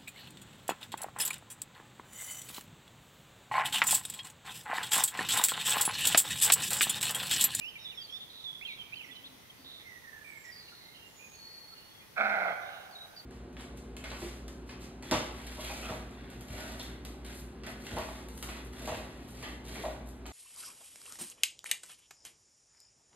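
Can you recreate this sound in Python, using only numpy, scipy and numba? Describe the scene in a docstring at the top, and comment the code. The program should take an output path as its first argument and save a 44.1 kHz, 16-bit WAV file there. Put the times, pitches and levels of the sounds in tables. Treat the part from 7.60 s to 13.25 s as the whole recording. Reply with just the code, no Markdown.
"""A meadow at the edge of a wood: a roe deer gives one hoarse bark, off to the right, and the trees throw it back.
Songbirds near and far sing as gliding whistles, smeared where distant or buzzy; a low call sounds far off.
Uneven throat pulses and gated breath make the bark, with a clean fundamental tone beside them.
A soft noisy haze at 2.9 and 3.7 kHz, made of smeared whistles too, follows the bark.
Below lie bands of noise: a patchy far chorus, faint drones, and the hiss of air and microphones."""
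import sys
import numpy as np
from scipy import signal
from scipy.fft import rfft, irfft, next_fast_len
from scipy.io import wavfile
from scipy.ndimage import uniform_filter1d
from numba import njit

SR = 44100
rng = np.random.default_rng(int(sys.argv[2]) if len(sys.argv) > 2 else 0)


def store_pcm(level_fs):
    """Save levels as 16-bit WAV."""
    pcm = np.round(np.clip(level_fs, -1, 1) * 32767).astype(np.int16)
    wavfile.write(sys.argv[1], SR, np.atleast_2d(pcm).T)


N = 249165


def from_db(db):
    """Turn decibels into a gain."""
    return 10 ** (np.asarray(db) / 20)


def rms_one(x):
    """Scale to an rms of 1."""
    return x / np.sqrt(np.mean(x ** 2) + 1e-20)


def in_time(s, length, edge_s):
    """A gate that is open for a while, with straight edges."""
    t = np.arange(N) / SR - s
    return np.clip(np.minimum(t, length - t) / edge_s, 0, 1)


def at_hz(points, hz):
    """Read a table's second column at any frequency, straight over log frequency."""
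    table_hz, values = np.transpose(points)
    return np.interp(np.log(hz), np.log(table_hz), values)


def drift(rate_hz, size=N):
    """Slow chance: noise twice through a one-pole low-pass, run in; rms 1."""
    r = np.exp(-2 * np.pi * rate_hz / SR)
    run_in = 4000
    slow = signal.lfilter([1], [1, -2 * r, r * r], rng.standard_normal(size + run_in))
    return rms_one(slow[run_in:])


def stereo(mid, side, alike):
    """Mix two independent noises into left and right with a given likeness."""
    return np.sqrt(1 + alike) * mid + np.sqrt(1 - alike) * side * [[1], [-1]]


@njit
def resonate(x, hz, r, sr):
    """A resonance whose centre moves; gain 1 on top."""
    y = np.zeros(len(x))
    for i in range(2, len(x)):
        driven = (1 - r * r) / 2 * (x[i] - x[i - 2])
        y[i] = driven + 2 * r * np.cos(2 * np.pi * hz[i] / sr) * y[i - 1] - r * r * y[i - 2]
    return y


def air():
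    """Hiss of air and microphones: steady stereo noise shaped in level and left-right likeness."""
    # spectrum of the hiss: hz, relative level_db per Hz
    spectrum = [(12, -54), (20, -12.5), (101, 0), (153, -0.5), (316, -4), (441, -3), (582, -6), (885, -6),
                (1270, -8), (1980, -10.5), (3770, -10.5), (6400, -15.5), (7560, -21), (10300, -15),
                (15600, -16)]
    # how alike the two microphones hear it: hz, likeness (1 = identical)
    likeness = [(60, 0.59), (180, 0.48), (550, 0.049), (1650, 0.035), (4970, 0.0093), (15000, 0.019)]
    size = next_fast_len(N)
    hz = np.maximum(np.fft.rfftfreq(size, 1 / SR), 1)
    mid, side = rfft(rng.standard_normal((2, size)))
    both = from_db(at_hz(spectrum, hz)) * stereo(mid, side, at_hz(likeness, hz))
    return from_db(-56.5) * rms_one(irfft(both, size)[:, :N])


def drones():
    """Faint narrow bands of noise with wavering level; the high one is likely insects."""
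    # drone bands: centre_hz, width_hz, level_db before the wavering
    drone_bands = [(878, 22, -76.5), (6240, 97, -78.5)]
    out = 0
    for hz, width_hz, level_db in drone_bands:
        r = np.exp(-np.pi * width_hz / SR)
        poles = [1, -2 * r * np.cos(2 * np.pi * hz / SR), r * r]
        band = signal.lfilter([1, 0, -1], poles, rng.standard_normal((2, N)))
        out = out + from_db(level_db + 2.7 * drift(1.5)) * rms_one(band)
    return out


def far_chorus():
    """Many far birds melt into a patchy shimmer: bands of noise that swell and sink on their own."""
    # shimmer bands: centre_hz, level_db (rms of the band before the swells)
    chorus_bands = [(2000, -71.5), (2600, -80), (3400, -75.5), (4400, -80.5), (5700, -75.5)]
    swell_db, swell_hz = 2.5, 3.5
    white = rng.standard_normal((2, N))
    out = 0
    for hz, level_db in chorus_bands:
        sos = signal.butter(4, [hz / 1.102, hz * 1.077], "band", fs=SR, output="sos")
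        band = signal.sosfilt(sos, white)
        out = out + from_db(level_db + swell_db * drift(swell_hz)) * rms_one(band)
    return out


def low_call():
    """A wavering coo, blurred by distance: noise through a resonance 40 Hz wide."""
    # low far calls: start_s, length_s, pitch_hz, level_db
    low_calls = [(1.35, 0.5, 271, -64.5), (1.95, 0.17, 265, -63)]
    level = sum(from_db(db) * in_time(s, length, edge_s=.06) for s, length, hz, db in low_calls)
    s, length, hz, db = np.transpose(low_calls)
    pitch_hz = np.interp(np.arange(N) / SR, s + length / 2, hz)
    coo = resonate(rng.standard_normal(N), pitch_hz, np.exp(-np.pi * 40 / SR), SR)
    return level * rms_one(coo)


def bands():
    """Half-octave band filters from 160 Hz up, with their centres."""
    edges = 20 * 2 ** np.arange(3, 10, .5)
    return [(np.sqrt(low * high), signal.butter(2, [low, high], "band", fs=SR, output="sos"))
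            for low, high in zip(edges, edges[1:])]


def wood(x, onset_s, early_db, early_t60):
    """Trunks and leaves scatter sound back: a quick near part and a slower tail, alike in the bass only."""
    # dying away of the tail: hz, t60_s (time to fall by 60 dB)
    tail_t60 = [(300, 2.34), (700, 2.08), (1400, 1.89), (2400, 1.34), (4000, 1.26), (8000, 1.25)]
    t = np.arange(int(1.2 * SR)) / SR
    white, echo = rng.standard_normal((2, len(t))), 0
    for hz, sos in bands():
        mid, side = signal.sosfilt(sos, white)
        alike = 1 / (1 + (hz / 700) ** 2)
        tail = from_db(-60 * t / at_hz(tail_t60, hz))
        early = from_db(early_db - 60 * t / early_t60)
        echo = echo + (tail + early) * stereo(mid, side, alike)
    build_up = 1 - np.exp(-t / onset_s)
    return signal.fftconvolve(x, echo * build_up / np.sqrt(SR), axes=-1)[:, :N]


def birds_and_haze():
    """Each note is a gliding whistle, smeared over its blur width if far, buzzy or part of the haze."""
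    # bird notes and two strokes of haze: kind, start_s, length_s, start_hz, bend_hz, end_hz, level_db
    notes = [("far", 0.002, 0.035, 2850, 2800, 2870, -52), ("near", 0.01, 0.09, 2350, 2720, 3190, -43.5),
             ("ahead", 0.1, 0.13, 3150, 3180, 3150, -60), ("ahead", 0.155, 0.024, 2330, 2380, 2150, -46),
             ("near", 0.181, 0.14, 3720, 3800, 3880, -53), ("near", 0.245, 0.035, 3780, 3600, 3400, -43),
             ("far", 0.282, 0.04, 3450, 3600, 3650, -47), ("near", 0.311, 0.042, 3150, 2650, 2100, -53),
             ("near", 0.374, 0.057, 3450, 3314, 3100, -44), ("ahead", 0.409, 0.055, 4800, 4560, 4560, -47),
             ("left", 0.46, 0.05, 4500, 4200, 4050, -59), ("far", 0.487, 0.03, 3250, 3230, 3250, -49),
             ("near", 0.522, 0.06, 3300, 3520, 3650, -44), ("buzz", 0.595, 0.06, 3550, 3550, 3400, -47),
             ("far", 0.691, 0.02, 4330, 4000, 3650, -55), ("churr", 0.698, 0.19, 3850, 3800, 3700, -52),
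             ("near", 0.841, 0.076, 3680, 3400, 3420, -43), ("far", 0.905, 0.094, 3420, 3430, 3410, -46),
             ("near", 1.012, 0.034, 2100, 2560, 2860, -43.5), ("near", 1.05, 0.016, 3080, 3230, 3170, -41),
             ("far", 1.06, 0.024, 2900, 2800, 2620, -49), ("left", 1.062, 0.026, 3850, 4050, 4300, -51),
             ("near", 1.082, 0.052, 2580, 2310, 2250, -42.5), ("buzz", 1.085, 0.078, 3800, 3800, 3800, -48),
             ("near", 1.187, 0.04, 3300, 3115, 3090, -43), ("near", 1.323, 0.025, 2230, 2560, 2880, -42),
             ("left", 1.34, 0.012, 3800, 4000, 4150, -56), ("ahead", 1.355, 0.033, 4750, 4350, 3950, -54),
             ("near", 1.357, 0.032, 3000, 3080, 3050, -49), ("near", 1.392, 0.036, 3000, 2700, 2300, -46),
             ("far", 1.416, 0.03, 2950, 3050, 3020, -51), ("far", 1.438, 0.018, 2250, 2100, 1950, -53),
             ("far", 1.465, 0.06, 2050, 2000, 1930, -56), ("buzz", 1.442, 0.035, 5800, 5630, 5450, -62),
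             ("near", 1.51, 0.03, 3400, 3500, 3200, -51), ("far", 1.54, 0.075, 3050, 3030, 3050, -57),
             ("churr", 1.553, 0.022, 4100, 3900, 3700, -54), ("left", 1.635, 0.02, 3230, 3300, 3500, -51),
             ("buzz", 1.65, 0.03, 3700, 3800, 3650, -48), ("far", 1.798, 0.23, 2050, 2044, 2020, -70),
             ("ahead", 1.898, 0.016, 3220, 3200, 3250, -53), ("churr", 1.974, 0.09, 4450, 4600, 4460, -66),
             ("churr", 2.045, 0.19, 3750, 3715, 3660, -51), ("churr", 2.197, 0.08, 2150, 2050, 1950, -62),
             ("far", 2.243, 0.15, 2163, 1992, 1890, -54), ("far", 2.438, 0.21, 1883, 1769, 1704, -54),
             ("high", 2.628, 0.14, 8500, 8000, 7700, -68.5), ("far", 2.642, 0.15, 2380, 2280, 2116, -52),
             ("high", 2.766, 0.14, 7600, 7340, 7250, -64.5), ("churr", 2.836, 0.035, 6800, 6100, 5600, -67),
             ("far", 2.842, 0.083, 1960, 1930, 1900, -53), ("buzz", 2.84, 0.14, 5520, 5300, 5200, -61.5),
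             ("distant", 2.921, 0.11, 4720, 4720, 4780, -53), ("churr", 2.954, 0.45, 4350, 4104, 4000, -58),
             ("left", 3.08, 0.02, 2750, 2830, 2870, -55.5), ("left", 3.118, 0.027, 1450, 1400, 1380, -59),
             ("far", 3.204, 0.18, 2022, 2085, 2200, -66), ("far", 3.331, 0.095, 3020, 3120, 3150, -64),
             ("far", 3.34, 0.17, 2850, 2810, 2780, -61), ("high", 3.467, 0.1, 7400, 7140, 6900, -70),
             ("high", 3.56, 0.24, 6880, 6620, 6530, -61), ("far", 3.588, 0.1, 2370, 2490, 2424, -55.5),
             ("far", 3.727, 0.042, 2480, 2525, 2440, -61), ("distant", 3.744, 0.52, 4390, 4364, 4400, -53),
             ("churr", 3.9, 0.1, 4600, 4660, 4600, -64), ("ahead", 4.117, 0.03, 1400, 1330, 1300, -62.5),
             ("far", 4.15, 0.12, 2850, 2875, 2900, -64), ("left", 4.292, 0.14, 3450, 3350, 3330, -59),
             ("far", 4.404, 0.042, 2400, 2420, 2500, -65), ("left", 4.87, 0.089, 3310, 3247, 3230, -55.5),
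             ("churr", 5.0, 0.28, 3650, 3700, 3750, -59.5), ("churr", 5.06, 0.22, 2850, 2850, 2900, -60),
             ("ahead", 5.005, 0.03, 6264, 6000, 5590, -68), ("ahead", 5.048, 0.13, 3150, 3060, 3000, -62),
             ("left", 5.309, 0.055, 4750, 4320, 4300, -59), ("ahead", 5.35, 0.118, 3820, 3850, 3890, -49),
             ("ahead", 5.564, 0.055, 4720, 4520, 4540, -49), ("churr", 5.562, 0.04, 4800, 4650, 4550, -57)]
    # kinds of note: left_minus_right_db, blur_hz, send_db (into the wood, relative to the note)
    kinds = {"near": (-8, 12, 7), "far": (-9.5, 80, 9), "high": (-9, 120, 10), "ahead": (-2, 25, 1.5),
             "distant": (-3, 75, 9), "left": (3, 60, 5), "churr": (-5.5, 430, 7), "buzz": (1.5, 300, 4)}
    # the strokes at 5.0 and 5.06 s are no singer but a soft noisy wash in the bark's tail
    kinds = {**kinds, "haze": kinds["churr"]}
    notes = [("haze", *note[1:]) if note[1] in (5.0, 5.06) else note for note in notes]
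    bend_place = .47   # share of a note before its glide bends
    flutter_hz, flutter_share = 30, .07   # leaves and air make even near notes flutter
    # a run of even buzzy notes, each a little higher
    buzz_s, spacing_s, buzz_length_s, buzz_db = .044, .153, .072, -59.5
    glide_hz, step_hz = (5450, 5190, 5040), 60
    buzzes = [("buzz", buzz_s + k * spacing_s, buzz_length_s, *np.add(glide_hz, k * step_hz), buzz_db)
              for k in range(4)]
    out = np.zeros((2, 2, N))      # heard straight, sent to the wood
    for kind, s, length, start_hz, bend_hz, end_hz, level_db in buzzes + notes:
        pan_db, blur_hz, send_db = kinds[kind]
        u = np.linspace(0, 1, int(length * SR))
        glide = np.interp(u, [0, bend_place, 1], [start_hz, bend_hz, end_hz])
        hz = uniform_filter1d(glide, len(u) // 3, mode="nearest")
        rate_hz = blur_hz / 2 + flutter_hz
        smear = drift(rate_hz, size=len(u)) + 1j * drift(rate_hz, size=len(u))
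        share = np.clip(blur_hz / 200 + flutter_share, 0, 1)
        envelope = np.sqrt(2 - 2 * share) + np.sqrt(share) * smear   # steady part and smeared part
        whistle = np.real(envelope * np.exp(2j * np.pi * np.cumsum(hz) / SR))
        swell = np.sin(np.pi * u ** 0.7) ** 0.3
        gains = from_db(level_db + np.array([[.5], [-.5]]) * pan_db)
        at = round(s * SR)
        note = (gains * swell * whistle)[:, :N - at]
        out[:, :, at:at + len(u)] += [note, from_db(send_db) * note]
    return out


def throat(source, hz, width_hz):
    """One resonance passed twice, the second time wider, for dark valleys; its slow level swings are evened."""
    r = np.exp(-np.pi * width_hz / SR)
    once = resonate(source, hz, r, SR)
    rung = rms_one(resonate(once, hz, r ** 2.48, SR))
    return rung / np.sqrt(uniform_filter1d(rung ** 2, size=3000) + 0.23)


def bark():
    """Overblown folds: uneven pulses and breath gated by them ring in the throat; the fundamental stays clean."""
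    # upper throat and mouth resonances: centre_hz, width_hz (first pass), level_db before rasp and brightness,
    # gape_lift (share by which the open mouth raises it), start_rise_hz (how much higher it starts)
    resonances = [(1350, 185, 2, .065, 70), (2050, 210, -2.5, .01, 240), (2480, 240, -16, .01, 50),
                  (3500, 1050, -18.5, .03, 10), (5400, 1000, -45, .03, 10)]
    start_s, attack_s, hold_s, release_s = 4.559, .022, .335, .035
    t = np.arange(N) / SR - start_s
    lasts = attack_s + hold_s + release_s
    gate, done = in_time(start_s, lasts, edge_s=.0054), np.clip(t / lasts, 0, 1)

    # effort: a rise of 22 dB, a slow fade of 4 dB per second, a fall of 10 dB
    rise_db = -22 * np.clip(1 - t / attack_s, 0, 1)
    fall_db = -10 * np.clip(1 - (lasts - t) / release_s, 0, 1)
    effort_db = -35 - 4 * done * lasts + rise_db + fall_db
    throb_hz, throb_depth_db, throb_peak_s, throb_fade_s = 22, 2.3, 4.612, .11
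    since = np.arange(N) / SR - throb_peak_s
    throb_db = throb_depth_db * np.cos(2 * np.pi * throb_hz * since) * np.exp(-np.abs(since) / throb_fade_s)

    # the folds slacken: the sag grows with the square of time
    pitch_hz = 213 - 52 * done ** 2
    # the clean fundamental locks in late and weakens as they slacken
    tone_lag_s = .045
    tone_db = -51 - 12 * done ** 2 - 20 * np.clip(2 - 2 * t / tone_lag_s, 0, 1)

    # the mouth opens, then shuts
    widest_s, gape_rise_s, gape_fall_s = 4.71, .09, .15
    wide = t + start_s - widest_s
    gape = np.exp(-(wide / np.where(wide < 0, gape_rise_s, gape_fall_s)) ** 2)

    cycles = np.cumsum(pitch_hz * (1 + .12 * drift(150))) / SR
    pulses = np.diff(np.floor(cycles), prepend=0) * from_db(4 * drift(200))   # uneven in time and strength
    breath = rng.standard_normal(N) * np.exp(-2.5 * (cycles % 1))   # dies down within each cycle
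    source = 0.36 * rms_one(pulses) + rms_one(breath)

    rasp_db = -1.5 + 3 * done   # resonances above 2 kHz gain on the 1350 Hz one
    upper = 0
    for k, (hz, width_hz, level_db, gape_lift, start_rise_hz) in enumerate(resonances):
        centre_hz = hz * (1 + gape_lift * gape) + start_rise_hz * (1 - done) ** 2
        gain = from_db(level_db + rasp_db * (k > 0))
        upper = upper + (-1) ** k * gain * throat(source, centre_hz, width_hz)   # signs alternate
    bright_db = 6.5 - 11 * done   # upper resonances dull over the bark
    jaw_shut_hz, jaw_open_hz, jaw_width_hz = 675, 728, 150   # lowest resonance moves with the jaw
    jaw_hz = jaw_shut_hz + (jaw_open_hz - jaw_shut_hz) * gape
    voice = from_db(bright_db) * upper - throat(source, jaw_hz, jaw_width_hz)

    sine = np.sqrt(2) * np.sin(2 * np.pi * np.cumsum(pitch_hz) / SR)
    tone = sine * from_db(tone_db + 1.5 * drift(30))
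    tone += from_db(tone_db - 6) * throat(source, pitch_hz * 1.2, 74)   # unsteady cycles blur its upper side
    return gate * from_db(effort_db + throb_db) * voice, gate * tone


def scene():
    """Deer voice, birds and haze reach the left microphone later, the deer also duller; the wood answers all."""
    deer_lag, bird_lag = 5, 7   # samples by which the left microphone hears them later
    voice, tone = bark()
    low_part = signal.sosfilt(signal.butter(2, 1100, fs=SR, output="sos"), voice)
    deer = from_db(1.5) * np.array([0.46 * low_part + 0.5 * voice, voice])
    deer[0] = np.roll(deer[0], deer_lag)
    song, sent = birds_and_haze()
    song[0] = np.roll(song[0], bird_lag)
    deer_echo = from_db(5.5) * wood(deer + 0.23 * tone, onset_s=0.063, early_db=6.5, early_t60=0.54)
    song_echo = wood(sent, onset_s=0.021, early_db=11.5, early_t60=0.11)
    background = air() + drones() + far_chorus() + low_call()
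    return background + song + song_echo + deer + tone + deer_echo


def record(dry):
    """The top is cut steeply: 70 dB down from 16 kHz up."""
    return signal.sosfilt(signal.cheby2(24, 70, 16000, fs=SR, output="sos"), dry)


dry = scene()
out = record(dry)
store_pcm(out)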